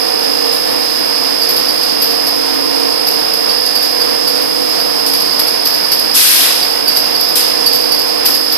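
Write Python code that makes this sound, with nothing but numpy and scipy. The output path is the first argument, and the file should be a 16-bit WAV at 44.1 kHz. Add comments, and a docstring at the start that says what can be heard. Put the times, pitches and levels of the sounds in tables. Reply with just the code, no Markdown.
"""A motor whines near 5 kHz on the right, over humming gears and the rumble of a wire flattening mill.
The whine comes from the inverter, which rapidly switches the motor's power. The wire hisses through
the rolls, scrapes its guides at three spots in each turn of the feed and clicks against the reel.
Late on, a jet of air hisses twice and echoes in the workshop. An automatic gain control turns
everything down under the louder jet."""
import sys
import numpy as np
from scipy import signal
from scipy.fft import rfft, irfft, next_fast_len
from scipy.io import wavfile
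from scipy.ndimage import uniform_filter1d, minimum_filter1d, map_coordinates

SR = 44100
rng = np.random.default_rng(int(sys.argv[2]) if len(sys.argv) > 2 else 0)


def wav_record(signal):
    """Record a signal, one row per channel, as 16-bit PCM in the file named by sys.argv[1]."""
    frames = np.transpose(np.atleast_2d(signal))
    bounded = np.clip(frames, -1, 1)
    # unit amplitude maps onto the largest positive 16-bit level
    quanta = np.round(bounded * 32767).astype(np.int16)
    wavfile.write(sys.argv[1], SR, quanta)


N = 377937

# The lower hiss of the rolls, strongest near 5 kHz: pitch_hz, level_db
ROLL_HISS = [(1500, -15), (3000, -9), (4200, -3.5), (4650, 5), (4900, 4.5), (5300, 4), (5800, -5.5),
             (6600, -14.5), (9000, -19.5), (14500, -36)]
# The fine, high hiss of the wire: pitch_hz, level_db
WIRE_HISS = [(5000, -21), (7500, -12.5), (9000, -5.5), (10200, -0.5), (11600, 0.5), (12600, 0.5),
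             (14400, -10)]


def amp(db):
    """Turn decibels into a number to multiply a sound by."""
    return 10 ** (np.asarray(db) / 20)


def unit(x):
    """Scale a sound to an average strength (rms) of 1."""
    return x / np.sqrt(np.mean(x ** 2) + 1e-20)


def clock():
    """The time of each sample in seconds."""
    return np.arange(N) / SR


def along(points, hz):
    """Read between (pitch_hz, value) points, with pitch spaced by octaves."""
    pitches, values = np.transpose(points)
    return np.interp(np.log(hz + 1), np.log(pitches + 1), values)


def wobble(rate):
    """A smooth curve through `rate` random values a second."""
    coarse = np.arange(0, N + 64, 64)
    values = rng.standard_normal(4096)
    smooth = map_coordinates(values, [coarse * rate / SR], mode="wrap")
    return np.interp(np.arange(N), coarse, smooth)


def filtered(x, gain_at):
    """Multiply each frequency in a sound by gain_at(hz)."""
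    size = next_fast_len(N + 8192)
    hz = np.fft.rfftfreq(size, 1 / SR)
    return irfft(rfft(x, size) * gain_at(hz), size)[..., :N]


def noise(spectrum):
    """Noise of strength 1, shaped by (pitch_hz, level_db) points."""
    return unit(filtered(rng.standard_normal(N), lambda hz: amp(along(spectrum, hz))))


def stereo_noise(spectrum, left_db, right_db):
    """Separate noise for the left and the right."""
    return np.array([amp(left_db) * noise(spectrum), amp(right_db) * noise(spectrum)])


def tones(table, waver_db, drift_rad, rate):
    """Lasting stereo tones whose strength and phase waver."""
    out, t = np.zeros((2, N)), clock()
    for hz, left_db, right_db, right_lead in table:
        phase = 2 * np.pi * hz * t + drift_rad * wobble(rate)
        strength = amp(waver_db * wobble(rate))
        out[0] += strength * amp(left_db) * np.sin(phase)
        out[1] += strength * amp(right_db) * np.sin(phase + right_lead)
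    return np.sqrt(2) * out


def motor_whine():
    """The inverter's switching makes the motor sing; tones 56 Hz apart beat into a buzz."""
    # The switching tone and its neighbours: pitch_hz, left_db, right_db, right_lead_rad
    whine_tones = [(3464, -58, -40, 1.4), (4559, -37, -23, 3.3), (4942.5, -47, -24.4, .1),
                   (4998.6, -33.5, -17.3, 0), (5054.8, -45, -16.4, 1.6), (5394.5, -59, -39, 4.2),
                   (5438, -35.5, -26, 2.3), (9997.3, -45, -58, .5)]
    return tones(whine_tones, waver_db=0.8, drift_rad=0.6, rate=3.1)


def gear_hum():
    """The gears' hum wavers with the load; the low tones swell apart from the rest."""
    # Gear and shaft tones: pitch_hz, left_db, right_db, right_lead_rad
    gear_tones = [(181, -46, -42, 3.5), (276.6, -32, -28, 3.3), (319, -39, -36, 3.2),
                  (327.7, -36, -33.5, 3.4), (439.4, -40, -36, 2.3), (460.9, -35, -26.5, 2.8),
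                  (495.5, -35, -26, 3.2), (553.8, -42, -36, 4), (640.6, -42, -37, 3.4),
                  (699.8, -46, -35, 3.2), (726.7, -35.5, -31.5, 3.2), (767.8, -44, -35.5, 2.6),
                  (920.5, -40, -35.5, 2.6), (1047, -48, -43, 5.3), (1193, -49, -44, 0)]
    # How the hum swells and sinks: time_s, low_gain_db, high_gain_db
    swells = [(0.0, 1, 4.5), (0.8, 3, 0.5), (1.65, -1.5, -0.1), (2.65, 7.5, 2.5), (3.6, -3.0, 0.5),
              (4.6, 6, 2), (5.7, -2.5, -2.6), (6.8, -3.2, -5), (7.6, 0.5, 3.5), (8.57, 3.5, -2)]
    time_s, low_db, high_db = np.transpose(swells)
    low_gain = amp(np.interp(clock(), time_s, low_db) - 2.1)
    high_gain = amp(np.interp(clock(), time_s, high_db) - 0.3)
    split_hz = 400
    low = tones([row for row in gear_tones if row[0] < split_hz], waver_db=2, drift_rad=0.99, rate=9)
    high = tones([row for row in gear_tones if row[0] >= split_hz], waver_db=2.5, drift_rad=0.63, rate=8)
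    return low_gain * low + high_gain * high


def frame_rumble():
    """The mill's frame rumbles; its low notes push left and right in nearly opposite directions."""
    # The frame's noise: pitch_hz, level_db
    spectrum = [(20, -38), (60, -29), (110, -16.5), (150, -17), (180, -10.5), (220, -11), (270, -2.5),
                (400, -5.5), (560, -6), (750, -7.5), (1050, -10), (1400, -14), (2400, -14.5), (4000, -17.5),
                (6500, -46)]
    # How alike left and right are: pitch_hz, likeness (1 the same, -1 opposite)
    likeness = [(30, -.4), (130, -0.7), (290, -0.81), (620, -0.56), (1360, 0.2), (3000, -0.12)]

    def shares(hz):
        """How much of each frequency is the same on both sides, and how much is opposite."""
        angle = np.arccos(np.clip(along(likeness, hz), -1, 1)) / 2
        return np.array([np.cos(angle), np.sin(angle)])

    same, opposite = filtered(stereo_noise(spectrum, 0, 0), shares)
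    level_db = -20.5 + 0.7 * wobble(10)
    return amp(level_db) * unit(np.array([same + opposite, same - opposite]))


def rolling_hiss():
    """The wire runs through the rolls: a lower hiss on the right, a fine one on the left."""
    swell = amp(0.65 + 0.25 * wobble(2.098))
    rolls = stereo_noise(ROLL_HISS, left_db=-34, right_db=-20.5) * amp(1.4 * wobble(13))
    wire = stereo_noise(WIRE_HISS, left_db=-23, right_db=-57) * amp(0.43 * wobble(22))
    return swell * (rolls + wire)


def machine_ringing():
    """Faint, unsteady tones of the machine swell and fade at random."""
    # The ringing tones: pitch_hz, level_db
    faint_tones = [(715, -42.5), (834, -45.5), (930, -45.5), (1050, -42.5), (1760, -42.5), (2790, -45),
                   (3840, -43.5)]
    t, out = clock(), np.zeros(N)
    for hz, db in faint_tones:
        strength = amp(db + 6 * np.tanh(wobble(3.03)))
        out += strength * np.sin(2 * np.pi * hz * t + 1.54 * wobble(40))
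    return out * amp([[0], [3]])  # a little louder on the right


def wire_contacts():
    """List (time_s, level_db, spot): each spot catches or lightly brushes the wire once a turn."""
    # Spots that rub the wire: time_in_turn_s, squeak_db, squeak_hz, zing_db, zing_hz
    spots = [(.018, -11, 4725, -12.5, 11580), (.124, -6.5, 4688, -16.5, 11680),
             (.201, -11, 4690, -7.5, 11880)]
    # Hard catches of the wire on those spots: time_s, level_db
    catches = [(1.424, -2.5), (1.498, -2), (1.575, -3.5), (1.691, -3.5), (1.839, -4), (2.026, -3),
               (2.113, -9), (2.275, -5.5), (3.076, -3), (3.341, -9), (3.5, -1.5), (3.665, -3.5),
               (3.762, -0.5), (3.833, -5), (4.016, -1), (4.28, -1.5), (4.423, -8), (4.805, -5.5),
               (5.142, -4.5), (5.209, -4.5), (5.325, -6), (5.402, -2), (5.484, -3), (5.662, -0.5),
               (5.746, -4), (5.849, -4), (5.925, -2), (5.998, -3.5), (6.632, -2), (6.886, 3.5),
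               (6.971, -2.5), (7.157, -3), (7.213, -5), (7.295, -7), (7.412, -6), (7.669, 7), (7.739, -1),
               (7.927, 2), (7.994, -8), (8.263, -0.5), (8.351, -0.5), (8.526, -2.5)]
    turn_s = 0.26008
    contacts = []
    for turn_start in np.arange(0, N / SR, turn_s):
        for spot in spots:
            due_s = turn_start + spot[0]
            brush_db = -20 + 0.84 * due_s - 2 * rng.standard_normal()  # harder as the run goes on
            caught = [(s, db) for s, db in catches if abs(s - due_s) < turn_s / 10]
            time_s, db = caught[0] if caught else (due_s, brush_db)
            if time_s < N / SR:
                contacts.append((time_s, db, spot))
    return contacts


def stroke(peak_s, rise_s, fall_s):
    """The sample positions and loudness shape of one rub, which swells and dies away."""
    offsets = np.arange(-2048, 6144)
    at = np.clip(round(peak_s * SR) + offsets, 0, N - 1)
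    t = offsets / SR
    return at, np.where(t < 0, np.exp(-(t / rise_s) ** 2), np.exp(-np.abs(t) / fall_s))


def zing(hz, width_hz, count):
    """The wire's zing: a tone whose quick flutter smears it over nearby pitches."""
    flutter_hz = np.fft.fftfreq(count, 1 / SR)
    smoothing = np.exp(-(flutter_hz / width_hz) ** 2)
    flutter = np.fft.ifft(np.fft.fft(rng.standard_normal(count)) * smoothing)
    tone = np.exp(2j * np.pi * hz * np.arange(count) / SR)
    return unit(np.real(flutter * tone))


def squeak(hz, jitter_hz, rate, count):
    """The wire sticks and slips in its guide, making a tone with a shaky pitch."""
    t = np.arange(count) / SR
    pitch = hz + jitter_hz * map_coordinates(rng.standard_normal(1024), [t * rate], mode="wrap")
    return np.sqrt(2) * np.sin(2 * np.pi * np.cumsum(pitch) / SR)


def slips(rate, decay_s):
    """A rubbing surface grips unevenly: sudden slips of random size, each dying quickly."""
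    kicks = (rng.random(N) < rate / SR) * rng.exponential(size=N)
    return unit(signal.lfilter([1], [1, -np.exp(-1 / (decay_s * SR))], kicks))


def wire_scrapes():
    """Each contact makes the wire zing on the left and squeak on the right, over a broad rasp."""
    zings, squeaks, rub = np.zeros((2, N)), np.zeros((2, N)), np.zeros(N)
    for time_s, db, (_, squeak_db, squeak_hz, zing_db, zing_hz) in wire_contacts():
        squeak_hz = rng.normal(squeak_hz, 23.2)  # no two contacts have quite the same pitch
        zing_hz = rng.normal(zing_hz, 149.7)

        at, shape = stroke(time_s - 0.002, rise_s=0.007, fall_s=0.022)
        both_sides = [zing(zing_hz, width_hz=560, count=len(at)) for side in "LR"]
        zings[:, at] += amp(db + zing_db) * shape * both_sides
        rub[at] += amp(db + zing_db) * shape

        at, shape = stroke(time_s + 0.000997, rise_s=0.01, fall_s=0.015)
        both_sides = [squeak(squeak_hz, jitter_hz=42, rate=308, count=len(at)) for side in "LR"]
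        squeaks[:, at] += amp(db + squeak_db) * shape * both_sides
        rub[at] += amp(db + squeak_db - 20) * shape
    rasp = stereo_noise(WIRE_HISS, left_db=-8, right_db=-18.5)
    rasp += stereo_noise(ROLL_HISS, left_db=-18, right_db=-2.5)
    grip = amp(-5.5) + amp(-5) * slips(rate=420, decay_s=0.003)
    to_left, to_right = amp([[-0.6], [-16]]), amp([[-16], [0.3]])
    return squeaks * to_right + grip * (zings * to_left + rub * rasp)


def workshop_echo(x):
    """The workshop's echo lasts longest near 4 kHz; lower and higher sounds die sooner."""
    # How long the echo takes to fall by 60 dB: pitch_hz, fade_s
    fade_times = [(300, 0.51), (4000, 0.86), (13000, 0.51)]
    hz, t, bands = signal.stft(rng.standard_normal((2, SR)), SR, nperseg=256)
    fade = amp(-60 * t / along(fade_times, hz)[:, None])
    _, tail = signal.istft(bands * fade, SR, nperseg=256)
    return signal.fftconvolve(x, tail / np.linalg.norm(tail[0]), axes=1)[:, :N]


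def reel_clicks():
    """The wire taps the reel: sharp, bright clicks that fade along the wire."""
    # Light taps: start_s, level_db, fade_s (time to fall by 60 dB)
    taps = [(.522, -25.5, 0.8), (5.062, -19.5, 0.51), (6.962, -24, .2), (8.252, -22, 0.72)]
    t, level = clock(), np.zeros(N)
    for start_s, db, fade_s in taps:
        level += (t >= start_s) * amp(db - 60 * np.abs(t - start_s) / fade_s)
    hiss = stereo_noise(WIRE_HISS, left_db=6.5, right_db=-9)
    hiss += stereo_noise(ROLL_HISS, left_db=-18, right_db=5.5)
    return level * hiss


def air_jets():
    """A jet opens abruptly, holds and tails off as its pressure falls; a duller echo follows."""
    # Bursts of air: start_s, level_db, rise_s, hold_s, fade_s (time for the flow to fall by 60 dB)
    bursts = [(6.138, -2.3, 0.024, 0.18, 0.82), (7.353, -8, 0.0033, .004, 0.48)]
    # The jet's bright hiss on the left: pitch_hz, level_db
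    left_hiss = [(200, -63), (1000, -29), (1500, -21), (3000, -15), (6000, -9), (8000, 3.5), (10000, 9),
                 (11500, 13.5), (13000, 11), (14400, -7)]
    # Its lower hiss on the right: pitch_hz, level_db
    right_hiss = [(200, -58), (1000, -16), (1500, -15), (3000, -5.5), (5100, 6), (6500, -5), (9000, -6.5),
                  (14400, -8)]
    # The duller hiss that goes into the echo: pitch_hz, level_db
    echo_hiss = [(300, -35), (1300, -4.5), (3000, 1.5), (5000, 2.5), (7000, -7.5), (14000, -29)]
    t, flow, bright = clock(), np.zeros(N), np.zeros(N)
    for start_s, db, rise_s, hold_s, fade_s in bursts:
        opening = amp(db) * np.clip((t - start_s) / rise_s, 0, 1)
        fall_db = -60 * np.maximum(0, t - start_s - rise_s - hold_s) / fade_s
        flow += opening * amp(fall_db)
        bright += opening * amp(0.88 * fall_db)  # the bright side fades a little more slowly
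    direct = np.array([bright * noise(left_hiss), amp(-3.5) * flow * noise(right_hiss)])
    return direct + workshop_echo(flow * stereo_noise(echo_hiss, left_db=-10.5, right_db=-6.5))


def gain_control(x, threshold_db, lag_s):
    """Turn both sides down, a moment late, while the louder one is over the threshold."""
    power = np.abs(uniform_filter1d(x ** 2, SR // 50, axis=1)).max(axis=0)
    over_db = np.maximum(0, 10 * np.log10(power + 1e-12) - threshold_db)
    memory = np.exp(-1 / (lag_s * SR))
    cut_db = signal.lfilter([1 - memory], [1, -memory], over_db)
    return x * amp(-cut_db)


def limit_peaks(x, samples):
    """Dip the volume for a few samples to keep each peak between -1 and 1."""
    needed = 1 / np.maximum(1, np.abs(x))
    held = minimum_filter1d(needed, samples, axis=1)
    return x * uniform_filter1d(held, samples, axis=1)


def scene():
    """The running mill with its echoing scrapes, clicks and jets of air."""
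    scrapes = wire_scrapes()
    steady = motor_whine() + gear_hum() + frame_rumble() + rolling_hiss()
    echo = amp(-2.5) * workshop_echo(scrapes)
    return steady + scrapes + echo + reel_clicks() + machine_ringing() + air_jets()


def record(dry):
    """Turn loud moments down, catch the peaks and cut off the highest treble."""
    levelled = gain_control(dry, threshold_db=-5.5, lag_s=0.035)
    return filtered(limit_peaks(levelled, samples=16), lambda hz: hz < 14620)


dry = scene()
out = record(dry)
wav_record(out)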